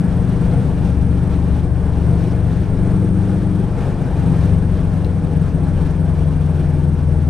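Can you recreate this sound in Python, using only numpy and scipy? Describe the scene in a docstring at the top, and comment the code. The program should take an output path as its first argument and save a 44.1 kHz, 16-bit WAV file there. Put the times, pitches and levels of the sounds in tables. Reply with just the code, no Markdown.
"""Inside a four-cylinder car following traffic round a race track, heard through an on-board camera.
From the start the exhaust burbles and booms over a bed of tyre roar and wind, with bumps setting the
panels ringing; the camera adds a hollow colour and a thin sizzle throughout. Near 3 s a short squeeze
of throttle brings out a snarl, then the pedal lifts. At 5 s loose trim gives its sharpest tick, and the
exhaust note sinks to the end as the car slows."""
import sys
import numpy as np
from scipy import signal
from scipy.fft import rfft, irfft, next_fast_len
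from scipy.io import wavfile
from scipy.ndimage import uniform_filter1d

SR = 44100
rng = np.random.default_rng(int(sys.argv[2]) if len(sys.argv) > 2 else 0)


def pcm_store(signal):
    """Save signal as 16-bit PCM."""
    levels = np.round(np.clip(np.atleast_2d(signal), -1, 1) * 32767)
    wavfile.write(sys.argv[1], SR, levels.astype(np.int16).T)


N = 321489

# tone curves of the noise layers: f/Hz, relative density/dB
SHAKE_EQ = [(14, -10), (24, 1.5), (35, 1.5), (52, 2), (70, -1.5), (120, -5)]
TYRE_EQ = [(120, 0), (200, 4), (265, 3), (340, 0), (400, -1), (480, -4), (580, -9), (830, -9.5),
           (1100, -17.5), (1550, -19), (2000, -28), (2500, -40)]
WIND_EQ = [(900, 9), (1600, 4.5), (2000, 1.5), (3000, 1.5), (4000, -4), (5000, -5), (5800, -17.5),
           (7300, -8), (10000, -22.5), (11700, -37), (13500, -37)]
BURBLE_EQ = [(45, -24), (70, -9), (100, -8), (135, -0.5), (195, -8.5), (240, -14), (400, -34)]
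# stereo balance: f/Hz, left minus right/dB
BALANCE = [(60, 5.9), (110, 5.37), (200, 3.65), (360, 3.02), (660, 1.36), (2200, 1.15), (4000, 0.83),
           (13000, 0.92)]
# stereo width: f/Hz, likeness of the two sides/0-1
CORRELATION = [(30, 0.7), (130, 0.91), (600, 0.94), (1300, 0.93), (2800, 0.87), (6000, 0.68), (13000, 0.35)]
# swells and lulls in the bed: t/s, half-width/s, tyre lift/dB, wind lift/dB
BED_SWELLS = [(0.55, 0.31, 1.2, 2.5), (0.88, 0.05, 1, 4.5), (1.06, 0.16, -1, -0.5), (1.33, 0.038, 2, 3),
              (1.57, 0.038, 1.5, 2), (1.72, 0.074, -1.5, -3), (2.22, 0.12, 1, 4.5), (2.57, 0.11, 1, 3),
              (2.891, 0.074, 2, 2), (3.3, 0.07, 2, 3.5), (3.84, 0.087, 2, 4), (4.2, 0.28, 2.5, 1.7),
              (4.43, 0.12, 0.5, 5), (4.8, 0.1, 0.5, 2), (5.84, 0.092, 1.5, 3.5), (6.02, 0.043, -1, -2),
              (6.198, .07, 1.5, 3), (6.6, 0.12, 1, 2), (6.92, 0.072, -1, -2)]
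# glass and panels that ring in the road noise: f/Hz, width/Hz, lift/dB
PANEL_PEAKS = [(474, 33, 5), (635, 36, 5.5), (823, 44, 2.5), (1534, 140, 2), (2404, 70, 4.5),
               (3870, 210, 2), (6120, 680, 4.5)]
# knocks of loose trim: t/s, level/dB
TRIM_HITS = [(1.5046, -46), (5.0463, -30), (5.056, -44), (5.6472, -48), (6.3356, -45)]
# ring of the trim: f/Hz, relative level/dB, t60/s
TRIM_MODES = [(2740, -7, 0.026), (3960, -0.5, 0.016), (4270, -8, 0.016), (4930, -11, 0.01),
              (7100, -15, .009)]
# bumps in the track: t/s, level/dB
BUMP_HITS = [(0.509, -21), (1.28, -28.5), (2.09, -26), (2.309, -24.5), (2.82, -24), (2.999, -25),
             (3.761, -22.5), (3.86, -25), (5.05, -27.5), (5.309, -27.5)]
# ring of the body after a bump: f/Hz, relative level/dB, t60/s
BODY_MODES = [(268, -3.5, 0.08), (472.6, 1.5, 0.12), (683, -11, 0.2), (844, -12, .08), (1403, -16.5, 0.044),
              (2140, -19, .02)]
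# engine speed, sinking as the car slows: t/s, four-stroke cycle rate/Hz
ENGINE_SPEED = [(0.0, 24.72), (1.2, 24.25), (2.4, 23.55), (4.0, 23.42), (4.4, 23.08), (6.1, 22.07),
                (7.29, 20.15)]
# pedal cues, each held until the next: t/s, throttle/0-1, extra boom/dB, uneven combustion/dB
PEDAL_CUES = [(0.0, 0.45, 0.8, -21), (0.53, 0, -1, -19.5), (0.72, 0.6, -1, -19), (0.86, 0.59, -0.2, -24.5),
              (1.2, .59, -1.5, -24.5), (1.38, .6, -2, -26.5), (2.0, .62, .5, -20.5), (2.19, 0.52, 0.2, -28),
              (2.66, 0.1, -2, -24.5), (2.79, 0.89, 0.3, -26), (3.25, 0.94, -1.2, -24.5),
              (3.64, 0.26, -2, -32), (3.78, 0, -2, -23.5), (4.03, 0, -1, -23), (4.2, 0.5, 1.5, -19.5),
              (4.36, 0.52, 3, -26), (4.64, 0.75, -0.9, -25), (5.15, 0.71, -2.8, -21),
              (5.8, 0.55, -0.2, -27.5), (6.5, 0.75, -0.5, -25.5)]
# cabin peaks and nulls that the exhaust partials slide through: f/Hz, width/Hz, lift/dB
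CABIN_EQ = [(62.8, 3.7, -13.5), (79, 5.6, 5.5), (96.4, 2.1, -2.5), (117.3, 5.6, 4.5), (150.3, 10.6, 5),
            (178.5, 8.4, 3), (247, 14, 6.5), (305.7, 18, 10), (357.7, 14, 10)]
# exhaust partials; the low ones boom, the high ones snarl under load:
# multiple of the cycle rate, then level/dB with the throttle shut, light, cruising, wide open
EXHAUST_PARTIALS = [(3, -27, -43, -18, -36.5), (4, -21, -23, -19.5, -18), (5, -27, -22.5, -22.5, -22.5),
                    (6, -28, -36.5, -37.5, -50), (7, -31, -23, -23, -23.5), (8, -29, -24.5, -28.5, -18.5),
                    (9, -47, -37, -42, -28.5), (10, -46, -46, -46.5, -35), (11, -39.5, -36.5, -47.5, -44),
                    (12, -49, -48.5, -36.5, -51.5), (13, -56, -49.5, -48, -35.5),
                    (15, -66, -49.5, -52, -45), (16, -47, -46, -61, -42.5), (17, -62, -56, -52, -38)]

THROTTLE_STOPS = (0, .3, .6, 1)   # shut, light, cruising, wide open
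CRUISE_CYCLE_HZ = 23.5


def from_db(db):
    """Decibels to gain."""
    return np.exp(np.asarray(db) * (np.log(10) / 20))


def at_hz(curve, hz):
    """Read a curve on a log-frequency axis."""
    curve = np.array(curve)
    return np.interp(np.log(hz), np.log(curve[:, 0]), curve[:, 1])


def drift(rate_hz):
    """Smooth random modulator with an rms of 1."""
    hop, settle = 40, 2000
    pole = np.exp(-2 * np.pi * hop * rate_hz / SR)
    white = rng.standard_normal(N // hop + settle + 2)
    slow = signal.lfilter([1], [1, -2 * pole, pole * pole], white)[settle:]
    slow /= np.sqrt(np.mean(slow ** 2))
    return np.interp(np.arange(N) / hop, np.arange(len(slow)), slow)


def pan(hz):
    """Left and right gains: the bass is stronger on the left of the cabin."""
    gains = from_db(at_hz(BALANCE, hz) * np.array([[.5], [-.5]]))
    return gains / gains.mean()


def banded_noise(eq, flutter_db, flutter_hz):
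    """Stereo noise in third-octave bands, each flickering by itself; the mono mix has an rms of 1."""
    out, white = 0, rng.standard_normal((2, 2, N))
    edges = 14 * 2 ** (np.arange(31) / 3)
    for k, (low, high) in enumerate(zip(edges, edges[1:])):
        if high < eq[0][0] or low > eq[-1][0]:
            continue
        hz = np.sqrt(low * high)
        band = signal.butter(2, [low, high], "band", fs=SR, output="sos")
        mid, side = signal.sosfilt(band, white[k % 2])
        alike = at_hz(CORRELATION, hz)
        stereo = np.sqrt(1 + alike) * mid + np.sqrt(1 - alike) * side * [[1], [-1]]
        gain = from_db(at_hz(eq, hz) + flutter_db * drift(flutter_hz))
        out = out + gain * pan(hz) * stereo
    return out / np.sqrt(np.mean(out.mean(axis=0) ** 2))


def ring(drive, hz, t60):
    """Resonator: a unit click sets off a decaying sine of height 1."""
    r, w = np.exp(-np.log(1000) / (t60 * SR)), 2 * np.pi * hz / SR
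    return signal.lfilter([0, np.sin(w)], [1, -2 * r * np.cos(w), r * r], drive + 1e-18)


def body_shake(over_cruise_hz):
    """Low rumble of the body rocking at random on its springs, heavier with speed."""
    level_db = -22.5 + over_cruise_hz - 0.5 * drift(5.4)   # 1 dB per Hz of cycle rate
    return from_db(level_db) * banded_noise(SHAKE_EQ, flutter_db=-0.5, flutter_hz=4.0)


def swells():
    """Bell-shaped fader rides in dB, one lane for the tyres and one for the wind."""
    t = np.arange(N) / SR
    return sum(np.outer([tyre_db, wind_db], np.exp(-((t - centre_s) / width_s) ** 2))
               for centre_s, width_s, tyre_db, wind_db in BED_SWELLS)


def tyres_and_wind(over_cruise_hz, buffet):
    """Tyres roar through the floor and air rushes round the screen; both grow with speed."""
    tyre_swell_db, wind_swell_db = swells()
    tyre_db = -27.5 + 0.42 * over_cruise_hz + tyre_swell_db + 0.24 * buffet
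    wind_db = -48 + 0.34 * over_cruise_hz + wind_swell_db + 0.94 * buffet
    tyres = from_db(tyre_db) * banded_noise(TYRE_EQ, flutter_db=1.14, flutter_hz=10.2)
    wind = from_db(wind_db) * banded_noise(WIND_EQ, flutter_db=1.25, flutter_hz=43)
    return tyres + wind


def panels(x):
    """Glass and panels resonate, each lifting a narrow band of what passes into the cabin."""
    for hz, width_hz, lift_db in PANEL_PEAKS:
        band = signal.lfilter(*signal.iirpeak(hz, hz / width_hz, fs=SR), x)
        x = x + (from_db(lift_db) - 1) * band
    return x


def trim_ticks():
    """Plastic parts knock together; each knock strikes the modes with strengths of its own."""
    starts, out = [round(s * SR) for s, _ in TRIM_HITS], np.zeros(N)
    strikes_db = np.array(TRIM_HITS)[:, 1:] + rng.normal(0, 1.5, (len(TRIM_HITS), len(TRIM_MODES)))
    for k, (hz, level_db, t60) in enumerate(TRIM_MODES):
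        clicks = np.zeros(N)
        clicks[starts] = from_db(strikes_db[:, k] + level_db)
        out += (-1) ** k * ring(clicks, hz, t60)
    return out * from_db([[-3.0], [1.5]])   # panned right


def bumps(rise_s=0.018):
    """A rough patch of track jolts the body for a moment and sets its panels ringing."""
    out, t = np.zeros((2, N + SR)), np.arange(SR // 2) / SR
    jolt = t * np.exp(-t / rise_s)
    for start_s, hit_db in BUMP_HITS:
        at = round(start_s * SR)
        for hz, level_db, t60 in BODY_MODES:
            rung = ring(jolt * rng.standard_normal(len(t)), hz, t60)
            out[:, at:at + len(t)] += from_db(hit_db + level_db) * pan(hz) * rung / np.abs(rung).max()
    return out[:, :N]


def follow_pedal(per_cue, glide_s=0.085):
    """Hold one value per pedal cue, gliding at each change as the exhaust responds."""
    cue = np.searchsorted(np.array(PEDAL_CUES)[1:, 0], np.arange(N) / SR)
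    return uniform_filter1d(per_cue[cue], int(glide_s * SR), mode="nearest")


def exhaust_partial(cycle_phase, multiple, level_db, spread_rad=11.8):
    """One harmonic of the exhaust, coloured by the cabin; pipe and cabin let lower ones arrive sooner."""
    phase = multiple * cycle_phase + spread_rad * np.log(multiple)
    rough = .011 * multiple   # no two cycles are alike, and higher partials waver more
    wave = (1 + rough * drift(9.9)) * np.cos(phase) + rough * drift(7.9) * np.sin(phase)
    hz = multiple * np.gradient(cycle_phase) * SR / (2 * np.pi)
    cabin_db = sum(lift_db / (1 + (2 * (hz - centre_hz) / width_hz) ** 2)
                   for centre_hz, width_hz, lift_db in CABIN_EQ)
    return np.sqrt(2) * from_db(level_db + cabin_db) * wave * pan(hz.mean())


def exhaust(cycle_hz, start_rad=3.34, lump_depth=0.29, lump_rad=3.23):
    """Unequal pipes space the four firings unevenly: odd orders beat against the firing rate and burble."""
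    cycle_phase = start_rad + 2 * np.pi * np.cumsum(cycle_hz) / SR
    _, throttle, boom_db, uneven_db = np.transpose(PEDAL_CUES)
    note = 0
    for multiple, *stop_levels_db in EXHAUST_PARTIALS:
        cue_db = np.interp(throttle, THROTTLE_STOPS, stop_levels_db) + boom_db
        note = note + exhaust_partial(cycle_phase, multiple, follow_pedal(cue_db))
    # strong and weak burns fill the gaps between the partials with noise, one lump a cycle
    lumps = 1 + lump_depth * np.cos(cycle_phase - lump_rad)
    burns = banded_noise(BURBLE_EQ, flutter_db=1.15, flutter_hz=56)
    return note + from_db(follow_pedal(uneven_db)) * lumps * burns


def scene():
    """The cabin mix: exhaust up front, over the road bed, bumps and trim."""
    cycle_hz = np.interp(np.arange(N) / SR, *np.transpose(ENGINE_SPEED))
    over_cruise_hz = cycle_hz - CRUISE_CYCLE_HZ
    engine = exhaust(cycle_hz)
    buffet = drift(15)   # quick jolts, shared by road and air
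    bed = body_shake(over_cruise_hz) + panels(tyres_and_wind(over_cruise_hz, buffet))
    return engine + bed + bumps() + trim_ticks()


def motor_notches(x, spacing_hz=108.855, feedback=0.54, reach_hz=5500):
    """The camera's comb filter against its own motor hum: hollow notches, shallower in the treble."""
    size = next_fast_len(N + SR)
    hz = np.arange(size // 2 + 1) * SR / size
    delay = np.exp(-2j * np.pi * hz / spacing_hz)
    hum_bands = (1 - feedback) / 2 * (1 + delay) / (1 - feedback * delay)
    depth = .5 + .5 / (1 + (hz / reach_hz) ** 2)
    return irfft(rfft(x, size) * (1 - depth * hum_bands), size)[:, :N]


def clock_jitter(x, clock_hz=(8780.8, 5660.5), swing_samples=(.43, .07)):
    """Slightly uneven sampling mirrors the rumble round two high pitches as a thin sizzle."""
    t = np.arange(N) / SR
    timing_error = sum(swing * np.cos(2 * np.pi * hz * t) for hz, swing in zip(clock_hz, swing_samples))
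    return x + timing_error * np.gradient(x, axis=1)


def record(dry):
    """The camera's colour: hum notches, jitter sizzle and a steep high cut."""
    cutoff_hz = 13800
    high_cut = signal.ellip(10, .2, 90, cutoff_hz, fs=SR, output="sos")
    return signal.sosfilt(high_cut, clock_jitter(motor_notches(dry)))


dry = scene()
out = record(dry)
pcm_store(out)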